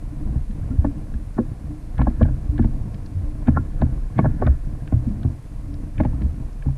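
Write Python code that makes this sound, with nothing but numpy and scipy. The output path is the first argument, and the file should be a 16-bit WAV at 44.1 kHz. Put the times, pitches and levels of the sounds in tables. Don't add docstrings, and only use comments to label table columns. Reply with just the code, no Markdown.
import sys
import numpy as np
from scipy import signal
from scipy.fft import rfft, irfft
from scipy.io import wavfile
from scipy.ndimage import uniform_filter1d

SR = 44100
rng = np.random.default_rng(int(sys.argv[2]) if len(sys.argv) > 2 else 0)


def put_to_file(sound):
    columns = np.atleast_2d(sound).T
    safe = np.clip(columns, -1, 1)
    whole_steps = np.round(safe * 32767)
    wavfile.write(sys.argv[1], SR, whole_steps.astype(np.int16))


N = 298557
TIME = np.arange(N) / SR
AGE = np.arange(-int(.06 * SR), int(.28 * SR)) / SR

# t/s, relative level/dB
WIND_RIDE = [(0, -28.5), (.55, -30), (.85, -24.5), (1.45, -33.5), (1.9, -30.5), (2.05, -23), (2.35, -22),
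             (2.55, -31), (2.64, -15.5), (2.78, -29.5), (3.0, -32), (3.5, -26.5), (4.15, -24.5),
             (4.7, -22.5), (5.1, -28.5), (5.9, -30), (6.1, -25), (6.77, -30)]
# t/s, relative level/dB
LAPPING_RIDE = [(0, -45), (.25, -42), (.45, -43.5), (.75, -33.5), (1.35, -46), (1.7, -40), (1.92, -45.5),
                (2.55, -33), (3.05, -41.5), (3.4, -40.5), (4.05, -38.5), (4.8, -44), (5.1, -36.5),
                (5.5, -44.5), (5.75, -38), (5.92, -47.5), (6.25, -39), (6.77, -48)]

# f/Hz, relative level/dB
WIND_EQ = [(12, -11.5), (21, 2.5), (28, 5), (39, 5.5), (54, -24), (68, -31.5), (100, -43), (200, -50)]
SLOSH_EQ = [(40, -36), (56, 10), (68, -4), (82, 3), (105, -1), (128, -0.5), (150, -1.5), (168, -12.5),
            (300, -32)]
WASH_EQ = [(140, -19.5), (185, 2.5), (222, 2.5), (258, -1.5), (284, 0.5), (298, 3.5), (311, 0), (332, -9.5),
           (400, -15), (600, -27.5)]
RIPPLE_EQ = [(300, -1.5), (450, 3.5), (497, 6), (545, 2), (700, 4.5), (850, -6), (1080, -1), (1210, -12.5),
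             (1380, -13), (1720, -11.5), (1950, -16), (2300, -18.5), (3200, -32), (6000, -32.5)]
HISS_EQ = [(500, 15), (2500, 5), (3200, -1), (4200, 0.5), (5500, -1.5), (7500, -2), (9000, 0), (10300, 0),
           (11500, -6.5), (13000, -7.5), (15000, -21)]

# f/Hz, relative level/dB, t60/s
BELLY_MODES = [(126.7, -9, 0.25), (152.6, -14.5, 0.18)]
HOLLOW_MODES = [(205, 0.5, 0.076), (242, 2, 0.12), (286.5, -3.5, 0.13), (332.4, -15.5, 0.18)]
SMACK_MODES = [(507, -1.5, 0.054), (616, 1, 0.049), (712, 4.5, 0.011), (817, -4, 0.015), (835, 8, 0.016),
               (1084, -2.5, 0.045)]
SHELL_MODES = [(1382, -2.5, 0.023), (1490, -2, 0.014), (1708, -1.5, 0.03)]
EDGE_MODES = [(2120, 26.5, 0.012), (2160, 30.5, 0.012), (2480, -12, .012), (3000, -22, .012)]
# f/Hz, relative level/dB, t60/s
TAP_MODES = [(1700, -0.5, 0.015), (2320, -10.5, 0.0084), (2400, -1, 0.0034)]

# t/s, tick level/dB, f/Hz
DROPLET_CUES = [(1.14, -60.5, 3260), (1.3429, -63, 5550), (1.9807, -52.5, 3360), (2.0179, -52, 3400),
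                (2.229, -51, 3330), (2.58, -52.5, 3250), (2.625, -59.5, 3250), (2.945, -55, 4120),
                (3.0614, -52.5, 4500), (3.4727, -52, 3270), (3.8164, -50, 3380), (4.183, -49, 3320),
                (4.19, -52, 3400), (4.4672, -47, 3550), (4.8764, -57, 3220), (5.2314, -53, 3740),
                (5.7411, -54.5, 4600), (5.98, -55, 3220), (6.004, -55.5, 3300), (6.0352, -60, 3100),
                (6.05, -58, 3150), (6.219, -56.5, 3480), (6.5301, -61, 5350), (6.6237, -59.5, 3060)]
# crest t/s, f/Hz, level/dB, decay/s
GLUG_THUMP_HUM_CUES = [(.135, 296, -29, 0.022), (0.216, 293, -29, 0.02), (0.502, 212, -23.5, 0.01),
                       (.717, 1370, -49, .013), (0.723, 259, -22, 0.017), (.794, 72.6, -3.5, 0.011),
                       (0.883, 278.3, -23.5, 0.027), (1.154, 222, -26, 0.0096), (1.160, 60, -17.5, 0.021),
                       (1.394, 363, -19.5, 0.0093), (1.402, 495, -24, 0.011), (1.719, 297.6, -28.5, 0.042),
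                       (2.497, 62.6, -6, 0.0082), (2.534, 291, -27, 0.048), (3.128, 290, -34, 0.019),
                       (3.174, 89.6, -13.5, 0.033), (3.282, 298.7, -36, 0.12), (3.489, 242, -10, 0.017),
                       (3.574, 1056, -21, 0.006), (3.574, 1360, -19, 0.0071), (3.834, 244, -11, .015),
                       (4.43, 360, -17.5, 0.006), (4.502, 67, -7.5, 0.028), (4.955, 116.5, -11, 0.036),
                       (5.078, 227, -16, .011), (5.119, 205, -23, 0.035), (5.720, 286.2, -34.5, 0.099),
                       (6.009, 297, -14.5, 0.014), (6.151, 266, -30, .025), (6.259, 69.3, -11.5, .03),
                       (6.701, 132.4, -22.5, 0.066)]
# t/s, smack level/dB, hollow level/dB, thump level/dB, thump f/Hz, edge boost/dB,
# closing/s (the time the water takes to close on the hull)
SLAP_CUES = [(0.356, -42.5, -33, -13, 65.4, -1, .004), (0.8468, -22, -12.5, -14.5, 53, -4, 0.0037),
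             (1.3854, -24, -13.5, -23.5, 110, -14, 0.0061), (1.9925, -27, -19, -8.5, 54.7, 8, 0.0078),
             (2.0155, -23.5, -24, -22, 59.4, 7, 0.0077), (2.0699, -20, -16.5, -20, 54, -17, 0.0031),
             (2.2143, -19.5, -13, -7.5, 80, -9, .0055), (2.253, -33.5, -39, -12.5, 53.7, 4, 0.012),
             (2.2884, -37, -42, -20.5, 60, 0, 0.009), (2.594, -30.5, -11.5, -14, 81.6, 9, 0.0099),
             (2.6447, -35, -18, -18.5, 44.7, 14, 0.0051), (3.4227, -44.5, -40, -32, 59.7, -11, .003),
             (3.4824, -23, -12.5, -9.5, 78, 10, 0.0064), (3.5724, -22, -20, -19.5, 86, -9, 0.0093),
             (3.8204, -20, -14, -9.5, 74, -5, 0.0042), (4.1904, -15.5, -12, -15, 107.7, 10, .0048),
             (4.245, -23.5, -30, -12.5, 104, -10, .0045), (4.256, -19.5, -20, -32, 80, -3, 0.0072),
             (4.4224, -17.5, -19.5, -22, 89, -8, 0.0039), (4.4737, -22.5, -21, -16.5, 68, 4, .011),
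             (4.9241, -27.5, -17, -11, 77.4, 3, .0028), (5.2484, -37.5, -20, -12, 82.7, -8, 0.0019),
             (6.002, -20, -17, -14.5, 78, 11, .004), (6.034, -41, -22, -13.5, 106.5, 9, .0022),
             (6.0505, -26, -16.5, -15.5, 59.6, 5, .003), (6.1301, -43, -35, -20, 119, 4, 0.0062),
             (6.6596, -38.5, -23.5, -15.5, 67, -1, 0.0035), (6.6862, -39.5, -38, -20, 67, -1, 0.0022)]


def undb(db):
    return 10 ** (np.asarray(db) / 20)


def unit(x):
    return x / np.sqrt(np.mean(x ** 2))


def crest(x, db):
    return x * undb(db) / np.sqrt(uniform_filter1d(x ** 2, size=176).max())


def band(x, lo_hz, hi_hz, order=4):
    return signal.sosfiltfilt(signal.butter(order, [lo_hz, hi_hz], "band", fs=SR, output="sos"), x)


def equalise(x, curve):
    hz, db = np.transpose(curve)
    f = np.maximum(np.arange(len(x) // 2 + 1) * SR / len(x), 1)
    skirts = np.minimum(1, f / hz[0]) ** 2 * np.minimum(1, hz[-1] / f) ** 2
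    gain = undb(np.interp(np.log(f), np.log(hz), db))
    return unit(irfft(rfft(x) * skirts * gain, len(x)))


def place(out, at, burst):
    index = int(at * SR) + int(round(AGE[0] * SR)) + np.arange(len(burst))
    inside = (index >= 0) & (index < N)
    out[index[inside]] += burst[inside]


def swell(rise, decay):
    return np.exp(-np.abs(AGE) / np.where(AGE < 0, rise, decay))


def ride(curve, wander_per_s, wander_db):
    hold = int(SR / wander_per_s)
    steps = rng.standard_normal(256)[np.arange(N) // hold % 256]
    wander = unit(uniform_filter1d(steps, size=hold))
    return undb(np.interp(TIME, *np.transpose(curve)) + wander_db * wander)


def wind():
    gusts = ride(WIND_RIDE, wander_per_s=9, wander_db=1.5)
    return equalise(rng.standard_normal(N), WIND_EQ) * gusts * undb(-1)


def patter(per_s, spread_db):
    impulses = (rng.random(N) < per_s / SR) * rng.standard_normal(N)
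    return impulses * undb(spread_db * np.minimum(rng.exponential(size=N), 4))


def bubbles(count=260, low_hz=420, high_hz=2000, cycles=9, glide=.16, spread_db=4, small_db=-9):
    out, t = np.zeros(N), np.maximum(AGE[AGE < .06], 0)
    for when, smallness, strength in rng.random((count, 3)):
        hz = low_hz * (high_hz / low_hz) ** smallness
        life = t * hz / cycles
        db = spread_db * min(-np.log(1 - strength), 2.5) + small_db * smallness
        phase = 2 * np.pi * hz * t * (1 + glide * np.tanh(life / 6))
        place(out, when * N / SR, undb(db) * np.exp(-life) * np.sin(phase))
    return band(out, low_hz, high_hz)


def water_motion():
    churn_power = np.zeros(N)
    for at, smack_db, *_ in SLAP_CUES:
        place(churn_power, at, (undb(smack_db - 8) * swell(rise=.019, decay=.041)) ** 2)
    lapping = ride(LAPPING_RIDE, wander_per_s=11, wander_db=3)
    return np.sqrt(lapping ** 2 + churn_power)


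def water_bed(calm_db=-41, ripple_share=.48):
    slosh = equalise(patter(per_s=500, spread_db=.7), SLOSH_EQ) * undb(10)
    wash = equalise(patter(per_s=400, spread_db=1.7), WASH_EQ) * undb(.5)
    ripples = equalise(patter(per_s=1800, spread_db=.52), RIPPLE_EQ)
    ripples += unit(bubbles()) * undb(-10.5)
    motion = water_motion()
    ripple_gain = undb(-52.5) * (motion / undb(calm_db)) ** ripple_share
    return motion * (slosh + wash) + ripple_gain * ripples


def contact(rise, decay, spatter=4):
    spray = swell(rise, decay) * rng.standard_normal(len(AGE))
    return (AGE == 0) + spatter * spray / np.linalg.norm(spray)


def ring(force, modes, reach, detune=.022, scatter_db=2):
    t, response = AGE[AGE >= 0], 0
    for hz, db, t60 in modes:
        pitch, share, side = rng.standard_normal(3)
        envelope = undb(db + scatter_db * share - 60 * t / t60)
        response += np.sign(side) * envelope * np.sin(2 * np.pi * hz * (1 + detune * pitch) * t)
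    ringing = signal.fftconvolve(force, response)[:len(AGE)]
    return band(ringing, modes[0][0] / 2, modes[-1][0] * reach)


def droplets(stray_count=9):
    out = np.zeros(N)
    strays = [(when * N / SR, -65.5 + 4 * size, 3400 * 2 ** (.8 * pitch))
              for when, size, pitch in rng.random((stray_count, 3))]
    for at, db, hz in list(DROPLET_CUES) + strays:
        tick = band(contact(rise=.0012, decay=.003), hz * .72, hz * 1.3, order=3)
        tap = ring(contact(rise=.00043, decay=.0038, spatter=3.4), TAP_MODES, reach=1.55)
        tap_db = db + 12 - 33.5 * np.log2(hz / 3300)
        place(out, at + .0004, crest(tick, db))
        place(out, at, crest(tap, tap_db))
    return out


def throb(hz, rise, decay, glide=.027, rough=.13):
    envelope = np.where(AGE < 0, np.exp(-(AGE / rise) ** 2 / 2), np.exp(-np.abs(AGE) / decay))
    phase = 2 * np.pi * hz * AGE * (1 + glide * np.tanh(AGE / decay / 2)) + rng.uniform(0, 2 * np.pi)
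    wobble = unit(band(rng.standard_normal(len(AGE)), 17, 120))
    return envelope * (1 + rough * wobble) * np.sin(phase)


def glugs_thumps_and_hum():
    out = np.zeros(N)
    for at, hz, db, decay in GLUG_THUMP_HUM_CUES:
        place(out, at, undb(db) * throb(hz, rise=.4 * decay, decay=decay))
    return out


def splash(closing, edge_boost_db, usual_closing_s=.006):
    shell = ring(contact(rise=closing * 1.1, decay=.005), SHELL_MODES, reach=1.12)
    edge = ring(contact(rise=closing * 1.8, decay=.006), EDGE_MODES, reach=1.3)
    spray_force = swell(rise=.09, decay=.15) * rng.standard_normal(len(AGE))
    spray = ring(spray_force, SHELL_MODES, reach=1.4)
    shell_db = -14 + 6 * np.log2(closing / usual_closing_s)
    return crest(shell, shell_db) + crest(edge, edge_boost_db - 31) + crest(spray, -35)


def wave_slaps():
    out, blow = np.zeros(N), 1. * (AGE == 0)
    for at, smack_db, hollow_db, thump_db, thump_hz, edge_boost_db, closing in SLAP_CUES:
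        impact = contact(rise=closing * .6, decay=.004, spatter=.8)
        smack = ring(impact, SMACK_MODES, reach=1.08, detune=.02)
        attack = crest(smack, smack_db) + undb(smack_db) * splash(closing, edge_boost_db)
        hollow = ring(blow, HOLLOW_MODES, reach=1.37, detune=.0296)
        belly = ring(blow, BELLY_MODES, reach=4, detune=.0285)
        thump = throb(thump_hz, rise=.005, decay=.032)
        place(out, at + .00051, attack)
        place(out, at + .0023, crest(belly, thump_db - 7))
        place(out, at + .0027, crest(hollow, hollow_db))
        place(out, at + .01097, undb(thump_db) * thump)
    return out


def scene():
    return (wave_slaps() + glugs_thumps_and_hum() + droplets() + wind() + water_bed())[None]


def record(dry, hiss_db=-57.5, top_hz=15200):
    hiss = equalise(rng.standard_normal(N), HISS_EQ) * undb(hiss_db)
    low_pass = signal.ellip(8, .2, 70, top_hz, fs=SR, output="sos")
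    return signal.sosfilt(low_pass, dry + hiss)


dry = scene()
out = record(dry)
put_to_file(out)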